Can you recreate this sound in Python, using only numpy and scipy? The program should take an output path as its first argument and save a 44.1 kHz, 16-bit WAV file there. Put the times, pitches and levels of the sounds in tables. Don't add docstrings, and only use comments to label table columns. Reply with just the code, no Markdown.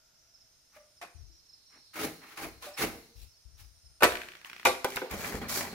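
import sys
import numpy as np
from scipy import signal
from scipy.fft import rfft, irfft, next_fast_len
from scipy.io import wavfile
from scipy.ndimage import uniform_filter1d, map_coordinates

SR = 44100
rng = np.random.default_rng(int(sys.argv[2]) if len(sys.argv) > 2 else 0)


def int16_out(signal):
    q = np.round(np.clip(np.atleast_2d(signal).T, -1, 1) * 32767)
    wavfile.write(sys.argv[1], SR, q.astype(np.int16))


N = 253134
T = np.arange(N) / SR

# (frequency [Hz], level per Hz [dB])
AIR_SPECTRUM = [(20, -5), (45, 3), (95, -1), (200, -10), (440, -12.5), (1200, -14.5), (3300, -12.5),
                (4600, -9.5), (5300, -10.5), (6500, -8.5), (8100, -17.5), (14400, -16.5), (16000, -46)]
# (frequency [Hz], level per Hz [dB])
CHORUS_SPECTRUM = [(2060, -45), (3500, -42), (3910, -5.5), (4160, -3), (4500, -7), (5000, 5.5), (5330, 11),
                   (5650, -2), (6130, 0), (6560, 3), (7500, -80), (9750, -58), (16500, -120)]
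# (time [s], level [dB])
TRILL_LEVEL = [(0, -105), (1.35, -78.5), (1.45, -75), (2.1, -66), (2.4, -69.5), (3.1, -72), (3.4, -89),
               (5.7, -57)]
# (time [s], level [dB])
WHINE_LEVEL = [(0, -109), (.5, -83), (1.15, -75), (1.3, -87), (1.8, -76.5), (3.3, -82), (3.9, -74.5),
               (5.7, -83)]
# (time [s], level [dB])
DRONE_LEVEL = [(0, -72.5), (.7, -80.5), (1.1, -76), (1.5, -87.5), (5.7, -73)]
# (time [s], level [dB])
CHIPS = [(.338, -54.5), (.402, -58.5), (.965, -57), (1.485, -54), (1.525, -51), (2.733, -49),
         (3.851, -55.5)]
# (start [s], length [s], mean first pitch [Hz], level [dB])
TWITTERS = [(.15, 0.23, 5800, -70), (1.15, .25, 5920, -65.5), (1.655, 0.22, 5760, -61.5),
            (3.273, 0.12, 5360, -66)]
# (frequency [Hz], t60 [s])
TREE_DECAY = [(100, 0.74), (500, 0.5), (2500, 0.52), (6000, 0.64), (14000, 0.59)]
# (frequency [Hz], correlation [-1 to 1])
EAR_LIKENESS = [(40, 0.32), (150, 1), (450, 0.89), (1000, 0.59), (2100, 0.33), (4500, 0.065),
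                (10000, -0.017)]

# (time [s], body [dB], clack [dB], splinter [dB], clatter t60 [s])
POLE_STRIKES = [(.738, -80, -83, -74, 0.38), (1.014, -55.5, -42, -40, 0.14), (1.025, -53.5, -48, -48, 0.25),
                (1.939, -67, -56, -52, 0.094), (1.955, -71, -58, -61, 0.23), (2.373, -56, -40, -36.5, 0.14),
                (2.444, -51, -42, -50, 0.14), (2.623, -56, -48.5, -39.5, 0.53),
                (2.783, -66, -46, -32, 0.11), (4.006, -39, -37, -37, 0.16),
                (4.0225, -13, -21.5, -22.5, 0.084), (4.032, -25.5, -14, -15.5, 0.094),
                (4.041, -29.5, -28.5, -21.5, 0.28)]
# (time [s], body [dB], clack [dB], splinter [dB], clatter t60 [s])
SLAT_KNOCKS = [(4.6515, -25.5, -25, -20, 0.24), (4.6555, -22.5, -13.5, -39, 0.061),
               (4.668, -20, -22, -31, 0.14), (4.8445, -21.5, -26, -29.5, 0.1),
               (4.9595, -67, -58, -34, 0.047), (4.973, -26.5, -23.5, -54, 0.032),
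               (5.016, -30, -41, -58, 0.22)]
# (time [s], body [dB], clack [dB], splinter [dB], clatter t60 [s])
STEPS = [(5.137, -32, -40, -39, 0.12), (5.243, -59, -32.5, -45, 0.14), (5.345, -30.5, -54, -49, 0.1),
         (5.372, -48, -56, -58, 0.059), (5.415, -33.5, -39, -46, 0.38), (5.608, -35, -33, -48, 0.094),
         (5.728, -38, -43, -51, 0.18)]
# (start [s], length [s], body [dB], clack [dB], splinter [dB])
SCRAPES = [(.742, 0.024, -69, -57.5, -68), (1.715, 0.034, -63, -59, -80),
           (1.955, 0.044, -34.5, -38.5, -45.5), (2.015, 0.023, -31.5, -36.5, -40.5),
           (2.226, 0.0085, -54, -48.5, -64), (2.27, .06, -61, -53, -61), (2.38, 0.061, -39.5, -42.5, -48.5),
           (2.627, 0.036, -55.5, -51, -53), (2.79, 0.036, -27, -30.5, -36.5),
           (2.925, 0.0083, -44.5, -59, -73), (3.17, 0.063, -72, -72.5, -61.5),
           (3.59, 0.014, -69, -61, -58.5)]
# (start [s], length [s], body [dB], clack [dB], splinter [dB])
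SHUFFLES = [(4.456, 0.0042, -76, -49, -53), (4.49, .13, -69, -82, -65), (4.87, 0.11, -56.5, -46.5, -47.5),
            (5.112, 0.019, -39, -39, -44), (5.18, 0.1, -42, -41.5, -41.5), (5.29, 0.068, -41.5, -43.5, -47),
            (5.497, 0.093, -40.5, -37.5, -32), (5.6, 0.055, -43, -42, -74)]
# (time [s], pitch [Hz], level [dB], t60 [s])
HOLLOW_TONES = [(.762, 598, -51, .36), (.742, 1170, -65, .4), (1.295, 330, -65, .2), (2.665, 590, -40, .26),
                (2.668, 760, -46, .2), (2.93, 470, -54, .75), (4.846, 388, -29, .09),
                (5.019, 425, -29, .11)]
# (time [s], level [dB], left minus right [dB])
THUMPS = [(1.146, -59, 29), (2.421, -56.5, 11), (2.546, -71, 7), (2.802, -50, 7), (3.149, -58.5, 20),
          (3.448, -63, 22), (3.583, -59, 16.5), (3.832, -65.5, 17), (4.039, -52.5, 2), (4.651, -57.5, 2),
          (5.104, -49.5, -1), (5.332, -47, 0), (5.45, -64, -5)]
# (time [s], peak level [dB])
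SNAPS = [(4.033, -10), (4.0405, -10), (4.6515, -14), (4.8453, -14.5), (4.904, -26), (4.9598, -19.5),
         (5.1125, -26), (5.486, -30), (5.4945, -23), (5.5005, -24)]
# (start [s], length [s], first peak [dB], last peak [dB])
CREAKS = [(4.121, 0.059, -23.5, -15.5), (4.217, .015, -27.5, -25), (4.286, .08, -34, -32.5),
          (4.414, 0.047, -42.5, -30.5), (4.498, .14, -32, -35), (4.75, .015, -35, -30),
          (4.921, .015, -32, -39), (4.968, .015, -24, -23)]

# (frequency [Hz], level [dB], t60 [s])
POLE_MODES = [(380, -8, .45), (510, -1, .35), (604, 3, .16), (684, -10, .2), (985, 1, .12), (1155, 2, .16),
              (1305, 0, .18), (1790, -9, .2), (2210, -13, .3), (2325, -9, .28), (3460, -15, .22)]
# (frequency [Hz], level [dB], t60 [s])
SLAT_MODES = [(260.6, -22.5, 0.6), (396, -13.5, 0.24), (503, -18, 0.18), (737, -20, 0.14),
              (839, -15.5, 0.18), (1001, -8.5, 0.11), (1237, -16, 0.097), (1220, -21, 0.067),
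              (1440, -28, 0.13), (1497, -1, 0.039), (1590, -11.5, 0.12), (2320, -36, 0.16),
              (2260, -36, 0.12), (2670, -41, 0.15), (3120, -29, 0.4), (3400, -21, 0.22)]
# (frequency [Hz], level [dB], t60 [s])
FLOOR_MODES = [(204, -0.5, 0.09), (237, 0, 0.09), (417, -0.5, 0.061)]
# (frequency [Hz], width [Hz], level [dB])
POLE_BODY = [(234, 360, -22.5), (332, 66, -10), (498, 70, -5), (644, 44, -20), (702, 30, -1),
             (1000, 300, 0.5), (1100, 87, 1), (1490, 100, 2.5), (1766, 35, 4.5), (1940, 120, -1),
             (2444, 194, 3)]
# (frequency [Hz], width [Hz], level [dB])
SLAT_BODY = [(340, 76, -15), (508, 24, -4), (690, 79, -12.5), (810, 21, -0.5), (918, 47, 1.5),
             (1160, 22, 4), (1410, 70, -0.5), (1960, 54, -2.5), (2133, 130, -3), (2420, 110, -5)]
# (frequency [Hz], width [Hz], level [dB])
WALL_BODY = [(178, 290, -3.5), (263, 23, 5.5), (328, 15, 8.5), (428, 9.1, 9), (590, 12, 1.5),
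             (810, 17, 12.5), (1060, 330, 3.5), (1260, 200, 7.5), (1800, 1100, 6.5), (2190, 200, 7.5)]
# (frequency [Hz], width [Hz], level [dB])
FLOOR_BODY = [(137, 100, -2), (213, 44, 3.5), (404, 35, 3), (574, 45, -1), (800, 65, 3), (1130, 510, 1.5),
              (1510, 310, -2), (1920, 460, 1), (2320, 88, 5.5), (3330, 710, -2)]
# (frequency [Hz], level per Hz [dB])
CRACK_SPECTRUM = [(1470, -25), (2500, 7), (3080, -3), (3830, -2.5), (7950, -11), (10300, -9.5),
                  (12100, -12.5), (14700, -17), (16000, -32)]
# (frequency [Hz], level per Hz [dB])
WALL_RASP = [(1470, -5), (2500, 3.5), (3330, -8), (3690, -5), (6600, -9), (8080, -14), (11000, -7.5),
             (14900, -12.5), (16000, -6.5)]
# (frequency [Hz], level per Hz [dB])
FLOOR_RASP = [(1470, -37), (2500, -8), (3770, -4.5), (4620, -1.5), (6860, -2.5), (9890, -9.5), (10800, -3),
              (12600, -6), (14800, -6.5), (16000, -3.5)]
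# (frequency [Hz], level per Hz [dB])
FLUTTER_SPECTRUM = [(20, -10), (50, 14), (110, -1), (200, -21.5), (400, -25.5), (1000, -70), (3000, -120)]
# (frequency [Hz], level per Hz [dB])
SNAP_SPECTRUM = [(500, -3.5), (2000, -7), (5000, -6.5), (9000, -8.5), (14000, -4), (16000, -7)]
# (frequency [Hz], level per Hz [dB])
TICK_SPECTRUM = [(300, -8.5), (900, -8.5), (1600, 2.5), (2500, 2.5), (3600, -5.5), (6000, -15), (9000, -22),
                 (15000, -20)]

BODY_HZ, CLACK_HZ = 700, 3000
BODY_LAG_S = 0.014
SLIP_S, AFTERSLIP_DB = 0.033, -11
REBOUND_S, REBOUND_DB = 0.061, -7
CHIP_FROM_HZ, CHIP_TO_HZ = 5620, 4770
TWITTER_FALL_HZ_PER_S = 2110
TOP_HZ = 15750


def amp(db):
    return 10 ** (np.asarray(db) / 20)


def unit(x):
    return x / np.sqrt(np.mean(np.atleast_2d(x).mean(0) ** 2) + 1e-20)


def along(points, hz):
    f, v = np.transpose(points)
    return np.interp(np.log(hz + 1), np.log(f + 1), v)


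def over_time(points):
    return np.interp(T, *np.transpose(points))


def wobble(rate):
    return map_coordinates(rng.standard_normal(int(N * rate / SR) + 4), [T * rate])


def filtered(x, response):
    m = next_fast_len(x.shape[-1] + 8192)
    spectrum = rfft(x, m) * response(np.fft.rfftfreq(m, 1 / SR))
    return irfft(spectrum, m)[..., :x.shape[-1]]


def coloured(x, points):
    return filtered(x, lambda hz: amp(along(points, hz)))


def add(track, s, x):
    part = track[..., max(round(s * SR), 0):][..., :x.shape[-1]]
    part += x[..., :part.shape[-1]]


def noise():
    return rng.standard_normal((2, N))


def spread(pair):
    def mid_side_gains(hz):
        turn = np.arccos(np.clip(along(EAR_LIKENESS, hz), -1, 1)) / 2
        return np.array([np.cos(turn), np.sin(turn)])
    mid, side = filtered(pair, mid_side_gains)
    return np.array([mid + side, mid - side])


def from_left(x, lead_ms):
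    sides = np.array([[1], [-1]])
    return filtered(x, lambda hz: np.exp(1j * np.pi * hz * lead_ms / 1000 * sides))


def narrow(centre_hz, width_hz):
    return unit(filtered(noise(), lambda hz: 1 / (1 + ((hz - centre_hz) / width_hz) ** 2)))


def forest():
    air = amp(-71) * unit(coloured(spread(noise()), AIR_SPECTRUM))
    chorus = unit(coloured(noise(), CHORUS_SPECTRUM))
    chorus *= amp(-73.5 + 0.5 * wobble(6.67) + 0.81 * wobble(72))
    trill = narrow(4240, 320) * amp(over_time(TRILL_LEVEL) + 1.0 * wobble(50))
    whine = narrow(9100, 290) * amp(over_time(WHINE_LEVEL))
    drone = (narrow(658, 30) + narrow(1410, 110)) * amp(over_time(DRONE_LEVEL) - 9)
    return air + (chorus + trill) * amp([[-1], [1]]) + whine + drone


def birds(far_db, length=0.029, count=320, note_s=0.014, scatter_hz=260):
    out, t = np.zeros((2, N)), T[:int(length * SR)]
    when, size, high = rng.random((count, 3)).T
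    at = (when * N).astype(int)
    flock_hz = 5000 + 950 * high + 140 * wobble(4.0)[at]
    flock_db = far_db + 5 * size + 3 * wobble(5.1)[at]
    flock = np.column_stack([at / SR, flock_hz, flock_hz, flock_db])
    notes = [(s, CHIP_FROM_HZ, CHIP_TO_HZ, db) for s, db in CHIPS]
    for start, phrase_s, first_hz, db in TWITTERS:
        for s in np.arange(0, phrase_s, note_s):
            hz = first_hz - TWITTER_FALL_HZ_PER_S * s + rng.normal(0, scatter_hz)
            notes.append((start + s, hz, hz - TWITTER_FALL_HZ_PER_S * length, db))
    for s, start_hz, end_hz, db in np.vstack([notes, flock]):
        pitch = start_hz + (end_hz - start_hz) * (t / length) ** 1.18
        ear_phase = rng.normal(0, 1.0, (2, 1))
        whistle = np.sin(2 * np.pi * np.cumsum(pitch) / SR + ear_phase)
        add(out, s, amp(db) * np.sin(np.pi * t / length) * whistle)
    return out * amp([[-2], [2]])


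def echo(x):
    hz, t, z = signal.stft(spread(noise())[:, :SR], SR, nperseg=256)
    decay = amp(-60 * t / along(TREE_DECAY, hz)[:, None])
    build_up = 1 - np.exp(-t / 0.012)
    tail = signal.istft(z * decay * build_up, SR, nperseg=256)[1]
    return signal.fftconvolve(x, tail / np.linalg.norm(tail[0]), axes=1)[:, :N]


def patchy(x, depth_db):
    z = signal.stft(x, nperseg=512)[2]
    field = uniform_filter1d(rng.standard_normal(z.shape[1:]), 3, axis=0)
    field = uniform_filter1d(field, 4, axis=1)
    return signal.istft(z * amp(depth_db * field / field.std()), nperseg=512)[1][:, :N]


def bamboo(force, resonances, treble):
    pair = spread(force)

    def wood_response(f):
        power = sum(np.abs(amp(db) * f * w / (c * c - f * f + 1j * f * w)) ** 2
                    for c, w, db in resonances)
        return np.sqrt(power)

    def below(hz, edge_hz, order=12):
        return 1 / np.sqrt(1 + (hz / edge_hz) ** order)

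    def above(hz, edge_hz):
        return np.sqrt(1 - below(hz, edge_hz) ** 2)

    wood = filtered(pair, wood_response)
    body = filtered(wood, lambda hz: below(hz, BODY_HZ))
    clack = filtered(wood, lambda hz: 1j * above(hz, BODY_HZ) * below(hz, CLACK_HZ))
    splinter = filtered(pair, lambda hz: amp(along(treble, hz)) * above(hz, CLACK_HZ))
    return unit(body), unit(clack), unit(splinter)


def blows(rows, resonances, treble, modes, body_db, clack_db, splinter_db, ring_db, treble_life):
    out, t = np.zeros((2, N)), T[:SR * 3 // 4]
    bands = bamboo(patchy(noise(), depth_db=2.5), resonances, treble)
    body, clack, splinter = (np.pad(band, ((0, 0), (0, SR))) for band in bands)
    hz, mode_db, life = np.transpose(modes)[:, :, None]
    for s, low, mid, high, t60 in rows:
        now = slice(round(s * SR), round(s * SR) + len(t))
        fade_db = -60 * t / max(t60, 0.01)
        hit = body[:, now] * amp(low + body_db + fade_db) * (1 - np.exp(-t / 0.006))
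        hit += clack[:, now] * amp(mid + clack_db + fade_db)
        hit += splinter[:, now] * amp(high + splinter_db + fade_db / treble_life)
        ring_level = amp(mode_db + rng.normal(0, 0.56, hz.shape) - 60 * t / life)
        ring = ring_level * np.sin(2 * np.pi * (hz * t + rng.random(hz.shape)))
        attack = 1 - np.exp(-t / 0.00043)
        add(out, s, (hit + amp(low + ring_db) * ring.sum(0)) * attack)
    return out


def smeared(x, smear_ms):
    knots = rng.standard_normal(1000)

    def phase(hz):
        return np.pi * map_coordinates(knots, [hz * smear_ms / 1000], mode="mirror")
    return filtered(x, lambda hz: np.exp(1j * phase(hz)))


def rubbing(strokes, resonances, treble, slip_rate, scatter_db, patchy_db, body_db, clack_db,
            splinter_db, swell_db, attack_s, release_t60):
    slips = noise() * (rng.random(N) < slip_rate / SR) * amp(scatter_db * rng.standard_normal(N))
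    bands = bamboo(patchy(smeared(slips, smear_ms=2.3), patchy_db), resonances, treble)
    trims, lags = (body_db, clack_db, splinter_db), (BODY_LAG_S, 0, 0)
    out = np.zeros((2, N))
    t = T[:SR] - attack_s
    grip = np.clip(1 + t / attack_s, 0, 1)
    for band, levels, trim, lag in zip(bands, np.transpose(strokes)[2:], trims, lags):
        power = np.zeros(N)
        for (start, length, *_), level in zip(strokes, levels):
            press_db = np.interp(t, [0, length], [-swell_db, 0])
            press_db -= 60 * np.maximum(t - length, 0) / release_t60
            add(power, start + lag - attack_s, (grip * amp(level + trim + press_db)) ** 2)
        out += band * np.sqrt(power)
    return out


def hollows(octave_db=-14):
    out, t = np.zeros(N), T[:SR]
    for s, hz, db, t60 in HOLLOW_TONES:
        turn = 2 * np.pi * hz * t + 0.6 * wobble(90)[:SR]
        tone = np.sin(turn) + amp(octave_db) * np.sin(2 * turn)
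        add(out, s, amp(db - 60 * t / t60) * (1 - np.exp(-t / 0.0027)) * tone)
    return out * amp(0.32 * wobble(35.6))


def thumps(pitch_hz, t60, db, flutter_db):
    out, t = np.zeros((2, N)), T[:SR // 2]
    flutter = unit(coloured(spread(noise()), FLUTTER_SPECTRUM))
    flutter = np.pad(flutter, ((0, 0), (0, SR)))
    rows = [(s + k * REBOUND_S, level_db + k * REBOUND_DB, pan_db)
            for s, level_db, pan_db in THUMPS for k in range(2)]
    swell = (1 - np.exp(-t / 0.0065)) ** 2 * amp(-60 * t / t60)
    for (s, level_db, pan_db), detune in zip(rows, rng.standard_normal(len(rows))):
        turn = 2 * np.pi * pitch_hz * np.exp(0.11 * detune) * t
        deepest = 0.46 * np.sin(0.638 * turn + 2 * np.pi * rng.random((2, 1)))
        wave = np.sin(turn) + deepest
        wave += amp(flutter_db) * flutter[:, round(s * SR):][:, :len(t)]
        add(out, s, amp(level_db + db + pan_db * np.array([[.5], [-.5]])) * swell * wave)
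    return out


def clicks(rows, spectrum, t60, rattle_db, rattle_t60, attack_s):
    out, t = np.zeros((2, N)), T[:SR // 10]
    grain = coloured(spread(noise()), spectrum)
    decay = amp(-60 * t / t60) + amp(rattle_db - 60 * t / rattle_t60)
    shape = (1 - np.exp(-t / attack_s)) * decay
    for s, db in rows:
        click = grain[:, round(s * SR):][:, :len(t)] * shape
        add(out, s, amp(db) * click / np.abs(click).max())
    return out


def stick_slip(scatter_db):
    rows = []  # (time [s], level [dB])
    for start, length, first_db, last_db in CREAKS:
        for s in np.arange(0, max(length, SLIP_S / 2), SLIP_S):
            db = np.interp(s, [0, length], [first_db, last_db]) + rng.normal(0, scatter_db, 2)
            rows += [(start + s, db[0]), (start + s + SLIP_S / 2, db[1] + AFTERSLIP_DB)]
    return rows


def scene():
    pole = blows(POLE_STRIKES, POLE_BODY, CRACK_SPECTRUM, POLE_MODES, body_db=2, clack_db=-2,
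                 splinter_db=-10.5, ring_db=-10.5, treble_life=1.0)
    scrapes = rubbing(SCRAPES, WALL_BODY, WALL_RASP, slip_rate=3500, scatter_db=1, patchy_db=1.5,
                      body_db=-4.0, clack_db=-2, splinter_db=4,
                      swell_db=6, attack_s=0.025, release_t60=0.22)
    snaps = clicks(SNAPS, SNAP_SPECTRUM, t60=0.015, rattle_db=-17, rattle_t60=0.033, attack_s=0.00005)
    creaks = amp(1.5) * clicks(stick_slip(scatter_db=1.1), TICK_SPECTRUM, t60=0.014,
                               rattle_db=-19.5, rattle_t60=0.097, attack_s=0.0003)
    shuffles = rubbing(SHUFFLES, FLOOR_BODY, FLOOR_RASP, slip_rate=5600, scatter_db=3.0, patchy_db=2.0,
                       body_db=0.0, clack_db=-1.0, splinter_db=-0.6,
                       swell_db=4.5, attack_s=0.018, release_t60=0.24)
    knocks = blows(SLAT_KNOCKS, SLAT_BODY, CRACK_SPECTRUM, SLAT_MODES, body_db=-2.5, clack_db=-4.5,
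                   splinter_db=-8, ring_db=-2.0, treble_life=1.0)
    steps = blows(STEPS, FLOOR_BODY, FLOOR_RASP, FLOOR_MODES, body_db=-4.5, clack_db=-3.5,
                  splinter_db=-7.0, ring_db=-2, treble_life=1.0)
    struck = from_left(pole + knocks + snaps, lead_ms=0.1)
    rubbed = scrapes + from_left(shuffles + steps, lead_ms=0.07)
    small = creaks + hollows() + birds(far_db=-73)
    wet = echo(amp(-13.5) * struck + amp(-11) * rubbed + amp(-6.0) * small)
    low = thumps(pitch_hz=71.7, t60=0.38, db=7.0, flutter_db=-3.5)
    return struck + rubbed + small + wet + low + forest()


def record(dry):
    rounded = dry / (1 + np.abs(dry / .85) ** 6) ** (1 / 6)
    return filtered(rounded, lambda hz: 1 / np.sqrt(1 + (hz / TOP_HZ) ** 240))


dry = scene()
out = record(dry)
int16_out(out)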